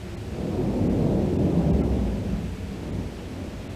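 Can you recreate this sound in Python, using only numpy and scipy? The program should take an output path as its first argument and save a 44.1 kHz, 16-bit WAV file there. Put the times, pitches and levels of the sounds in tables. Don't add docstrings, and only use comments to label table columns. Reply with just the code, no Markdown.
import sys
import numpy as np
from scipy import signal
from scipy.fft import rfft, irfft, next_fast_len
from scipy.io import wavfile
from scipy.ndimage import uniform_filter1d, map_coordinates

SR = 44100
rng = np.random.default_rng(int(sys.argv[2]) if len(sys.argv) > 2 else 0)


def volts(x):
    e = np.asarray(x, float) / 20
    return 10 ** e


def pcm_store(signal):
    levels = np.round(np.clip(np.atleast_2d(signal), -1, 1) * 32767)
    wavfile.write(sys.argv[1], SR, levels.astype(np.int16).T)


N = 165375

# t/s, strength/dB, boom over rumble/dB, brightness/(dB per octave)
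THUNDER_ROLL = [(0, -43.5, 5.5, 5.5), (.32, -37, 1.5, 1), (.39, -31.5, -4.5, 3), (.78, -24.5, -5.5, 0.2),
                (1.0, -24.5, -2.5, 1.8), (1.2, -24.5, -1, 3.5), (1.3, -28, -6, 1), (1.43, -23, -4, 0.5),
                (1.53, -27.5, -3.5, 4.5), (1.7, -20, -6, -3), (1.92, -29.5, 1.5, 4), (2.13, -28.5, -6, 0),
                (2.22, -31.5, -1, 1), (2.33, -28.5, 1.5, -1.6), (2.55, -36, 1, -2), (2.83, -36.5, -0.5, 4),
                (2.99, -33, 2, 1.2), (3.13, -42, 3.5, 6)]


def unit(x):
    return x / np.sqrt(np.mean(x ** 2) + 1e-20)


def along(points, hz):
    f, v = np.transpose(points)
    return np.interp(np.log(hz + 1), np.log(f + 1), v)


def wobble(rate_hz):
    return map_coordinates(rng.standard_normal(400), [np.arange(N) * rate_hz / SR])


def filtered(x, response):
    m = next_fast_len(N + SR // 2)
    spectrum = rfft(x, m) * response(np.fft.rfftfreq(m, 1 / SR))
    return irfft(spectrum, m)[..., :N]


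def scatter(per_s, spread_db):
    chance, size = rng.random(N), rng.exponential(size=N)
    sign = rng.choice([-1, 1], size=N)
    return unit((chance < per_s / SR) * sign * volts(spread_db * size))


def steady(x, hold_s, firm):
    size = int(hold_s * SR)
    power = uniform_filter1d(uniform_filter1d(x ** 2, size=size), size=size)
    slow = np.abs(power) + 1e-9
    return unit(x / slow ** (firm / 2)) * np.sqrt(np.mean(x ** 2))


def swell(s, hz, db, half_s, turn):
    t = np.arange(N) / SR - s
    bell = np.exp(-(t / half_s) ** 2)
    return bell, np.sqrt(2) * volts(db) * bell * np.sin(2 * np.pi * (hz * t + turn))


def whine():
    # f/Hz, level/dB rms
    whine_tones = [(7854, -78.5), (7881, -77), (11795, -78), (11823, -87)]
    # f/Hz, width/Hz, level/dB rms
    whine_skirts = [(7870, 160, -77.5), (11800, 120, -98)]
    t, wobble_db = np.arange(N) / SR, 0.9
    out = np.zeros(N)
    for hz, db in whine_tones:
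        out += np.sqrt(2) * volts(db + wobble_db * wobble(4)) * np.sin(2 * np.pi * hz * t)
    for hz, width_hz, db in whine_skirts:
        noise = filtered(rng.standard_normal(N), lambda f: np.exp(-((f - hz) / width_hz) ** 2))
        out += volts(db) * unit(noise)
    return out


def mic_rumble():
    # f/Hz, level/(dB per Hz)
    drift_spectrum = [(8, -6), (15, 0), (24, -3), (32, -8), (40, -16), (50, -40)]
    level_db, growth = -55.5, 0.12
    s, strength_db = np.transpose(THUNDER_ROLL)[:2]
    lift_db = growth * np.interp(np.arange(N) / SR, s, strength_db - strength_db.mean())
    drift = filtered(rng.standard_normal(N), lambda f: volts(along(drift_spectrum, f)) * (f > 5))
    return volts(level_db + lift_db) * unit(drift)


def rain():
    # f/Hz, level/(dB per Hz)
    rain_spectrum = [(760, -30), (1300, 0), (2600, -1.3), (3600, -5.2), (5000, -8.5), (7000, -12.2),
                     (10000, -18.5), (13000, -25), (15000, -31)]
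    # f/Hz, lift/dB
    rain_low = [(100, -3), (400, -9), (800, 4), (1300, 2.2)]
    level_db, patchy_db, drop_share = -48, 0.8, 0.22
    z = signal.stft(rng.standard_normal(N), nperseg=512)[2]
    patches = uniform_filter1d(uniform_filter1d(rng.standard_normal(z.shape), 6, 0), 10, 1)
    hiss = unit(signal.istft(z * volts(patchy_db * unit(patches)), nperseg=512)[1][:N])
    drops = scatter(per_s=6000, spread_db=1.5)
    mix = np.sqrt(drop_share) * drops + np.sqrt(1 - drop_share) * hiss
    colour = lambda f: volts(along(rain_spectrum[1:], f) + along(rain_low, f))
    return volts(level_db) * unit(filtered(mix, colour))


def shocks():
    peal_db, peal_rate_hz = -2.4, 14
    echo_t60_s, echo_db, renew_s = 1, 3.5, 0.25
    direct = scatter(per_s=2500, spread_db=1.5) * volts(peal_db * wobble(peal_rate_hz))
    t, step, echo = np.arange(SR // 2) / SR, int(renew_s * SR), np.zeros(N + SR)
    for start in range(0, N, step):
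        tail = rng.standard_normal(len(t)) * volts(-60 * t / echo_t60_s)
        answer = signal.fftconvolve(direct[start:start + step], tail / np.linalg.norm(tail))
        echo[start:start + len(answer)] += answer
    return direct + volts(echo_db) * echo[:N]


def thunder():
    # f/Hz, level/(dB per Hz)
    rumble_spectrum = [(100, -8), (135, -8.5), (185, -2), (260, -5), (400, -11.5), (630, -16), (900, -25.5),
                       (1400, -43.5), (2500, -84)]
    boom_spectrum = [(30, -34), (45, -18), (52, -4), (70, -7.5), (92, -7.5), (120, -16), (160, -21)]
    # f/Hz, width/Hz, level/dB
    hollows = [(58, 8.7, -5), (65, 2.7, -0.5), (84.6, 16, -3.5), (160, 27, 4), (204.6, 25, 4.5),
               (266, 12.5, 3), (343.5, 4.1, 3), (366, 36, 5), (438, 14, 3.5), (466.4, 8, 1), (474, 54, 3.5),
               (584, 24, 3)]
    # t/s, rise/dB, width/s
    last_roll = [
        (3.41, 2.5, 0.07),
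    ]
    pivot_hz, top_tilt = 255, 1.25
    t = np.arange(N) / SR
    s, *columns = np.transpose(THUNDER_ROLL)
    strength_db, boom_db, bright_db = [np.interp(t, s, c) for c in columns]
    for at, rise_db, width_s in last_roll:
        strength_db = strength_db + rise_db * np.exp(-((t - at) / width_s) ** 2)

    def ring(f):
        response = 1
        for hz, width_hz, db in hollows:
            loss = 1j * f * width_hz
            response = response + (volts(db) - 1) * loss / (hz * hz - f * f + loss)
        return response

    def highpass(x, hz):
        return filtered(x, lambda f: 1 / (1 + (hz / (f + 1)) ** 4))

    rumble = unit(filtered(shocks(), lambda f: ring(f) * volts(along(rumble_spectrum, f)) * (f > 90)))
    upper = highpass(rumble, pivot_hz)
    top = highpass(rumble, 2 * pivot_hz)
    bands = rumble - upper, upper - top, top
    low, middle, high = [steady(band, hold_s=0.074, firm=1.0) for band in bands]
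    rumble = low + volts(bright_db) * middle + volts(top_tilt * bright_db) * high
    boom = unit(filtered(shocks(), lambda f: ring(f) * volts(along(boom_spectrum, f)) * (f < 200)))
    boom = steady(boom, hold_s=0.078, firm=0.61)
    return volts(strength_db) * (rumble + volts(boom_db) * boom)


def peals(roll):
    # t/s, f/Hz, level/dB rms, length/s
    strong_peals = [(.47, 172, -36.5, 0.2), (.56, 214.3, -38.5, 0.36), (.6, 366, -30, 0.048),
                    (.82, 246.6, -33, 0.28), (.85, 342, -33.5, 0.063), (.88, 180.7, -28.5, 0.11),
                    (.9, 268, -32.5, 0.1), (.66, 130, -33, 0.15), (1.05, 149.7, -28.5, 0.11),
                    (1.12, 178, -33, 0.11), (1.15, 197.3, -30.5, 0.28), (1.15, 338.5, -35.5, 0.31),
                    (1.33, 367.4, -34, 0.23), (1.39, 90.6, -32.5, 0.36), (1.42, 209, -28.5, 0.069),
                    (1.46, 176, -25.5, 0.03), (1.59, 172.5, -19.5, 0.042), (1.62, 266, -36.5, 0.14),
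                    (1.72, 163, -26.5, 0.047), (1.75, 68, -24, 0.06), (1.76, 207.5, -29.5, 0.086),
                    (1.83, 230, -30.5, 0.1), (1.918, 67, -28, 0.19), (2.072, 57.3, -30.5, 0.23),
                    (2.346, 56.4, -30.5, 0.13), (2.36, 172, -35, 0.19), (2.97, 176, -36.5, 0.12),
                    (3.017, 58, -39.5, 0.41), (2.97, 200.8, -43, 0.23), (3.37, 259.7, -43, 0.31)]
    ring_width_hz = 16.5
    flutter_db, flutter_rate_hz, flutter_full_hz = 1.5, 35, 200
    out = roll
    for (s, hz, db, length_s), turn in zip(strong_peals, rng.random(len(strong_peals))):
        bell, tone = swell(s, hz, db + 3.0, 0.46 * length_s, turn)
        flutter = volts(flutter_db * min(1, hz / flutter_full_hz) * wobble(flutter_rate_hz))
        replaced = filtered(roll, lambda f: np.exp(-((f - hz) / ring_width_hz) ** 2))
        out = out + flutter * tone - bell * replaced
    return out


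def claps(roll):
    # t/s, peak/dB, sign
    sharp_shocks = [(.686, -15, -1), (.853, -13.5, -1), (.98, -17, -1), (1.054, -11, 1), (1.091, -13, -1),
                    (1.329, -14, -1), (1.405, -13, -1), (1.448, -12, 1), (1.498, -15, -1), (1.575, -11, -1),
                    (1.70, -14, -1)]
    half_width_s = 0.00087
    t, out = np.arange(N) / SR, roll
    for s, db, sign in sharp_shocks:
        u = (t - s) / half_width_s
        swing = sign * volts(db) * (1 - u ** 2) * np.exp(-u ** 2 / 2)
        out = out * (1 - 0.76 * np.exp(-u ** 2 / 8)) + swing
    return out


def scene():
    return (claps(peals(thunder())) + rain() + mic_rumble())[None]


def roll_off(x):
    return signal.sosfilt(signal.butter(12, 15170, fs=SR, output="sos"), x)


def record(dry):
    # t/s, hold/s, lowest lost f/Hz, depth 0-1, return/s
    dropouts = [
        (.1645, .001, 2750, .995, .012),
        (.8885, .001, 3200, .99, .011),
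        (1.380, .001, 1250, .995, .012),
        (1.7255, .008, 1250, 1, .003),
        (1.828, .001, 3000, .995, .011),
        (2.9165, .001, 4000, .995, .012),
        (3.686, .001, 4200, .995, .012),
    ]
    # t/s, f/Hz, level/dB rms
    gap_tones = [(.1645, 4150, -62), (.166, 2010, -54), (1.38, 1650, -59), (1.38, 2500, -57),
                 (1.382, 3480, -60), (1.723, 1630, -56), (1.724, 2350, -55), (1.724, 2750, -57),
                 (1.824, 1350, -47), (1.825, 2080, -52), (2.915, 7050, -66)]
    top_hz, fade_s, fade_bend, gap_tone_s = 15020, 0.016, 1.5, 0.011
    t = np.arange(N) / SR
    x = filtered(dry + whine(), lambda f: f < top_hz)
    for s, hold_s, low_hz, depth, back_s in dropouts:
        ramp_s = np.where(t < s, fade_s, back_s)
        away = np.clip((np.abs(t - s) - hold_s / 2) / ramp_s, 0, 1)
        lost = depth * (1 - np.sin(np.pi / 2 * away) ** fade_bend)
        x = x - lost * filtered(x, lambda f: f > low_hz)
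    for s, hz, db in gap_tones:
        x = x + swell(s, hz, db, gap_tone_s, 0)[1]
    return roll_off(x)


dry = scene()
out = record(dry)
pcm_store(out)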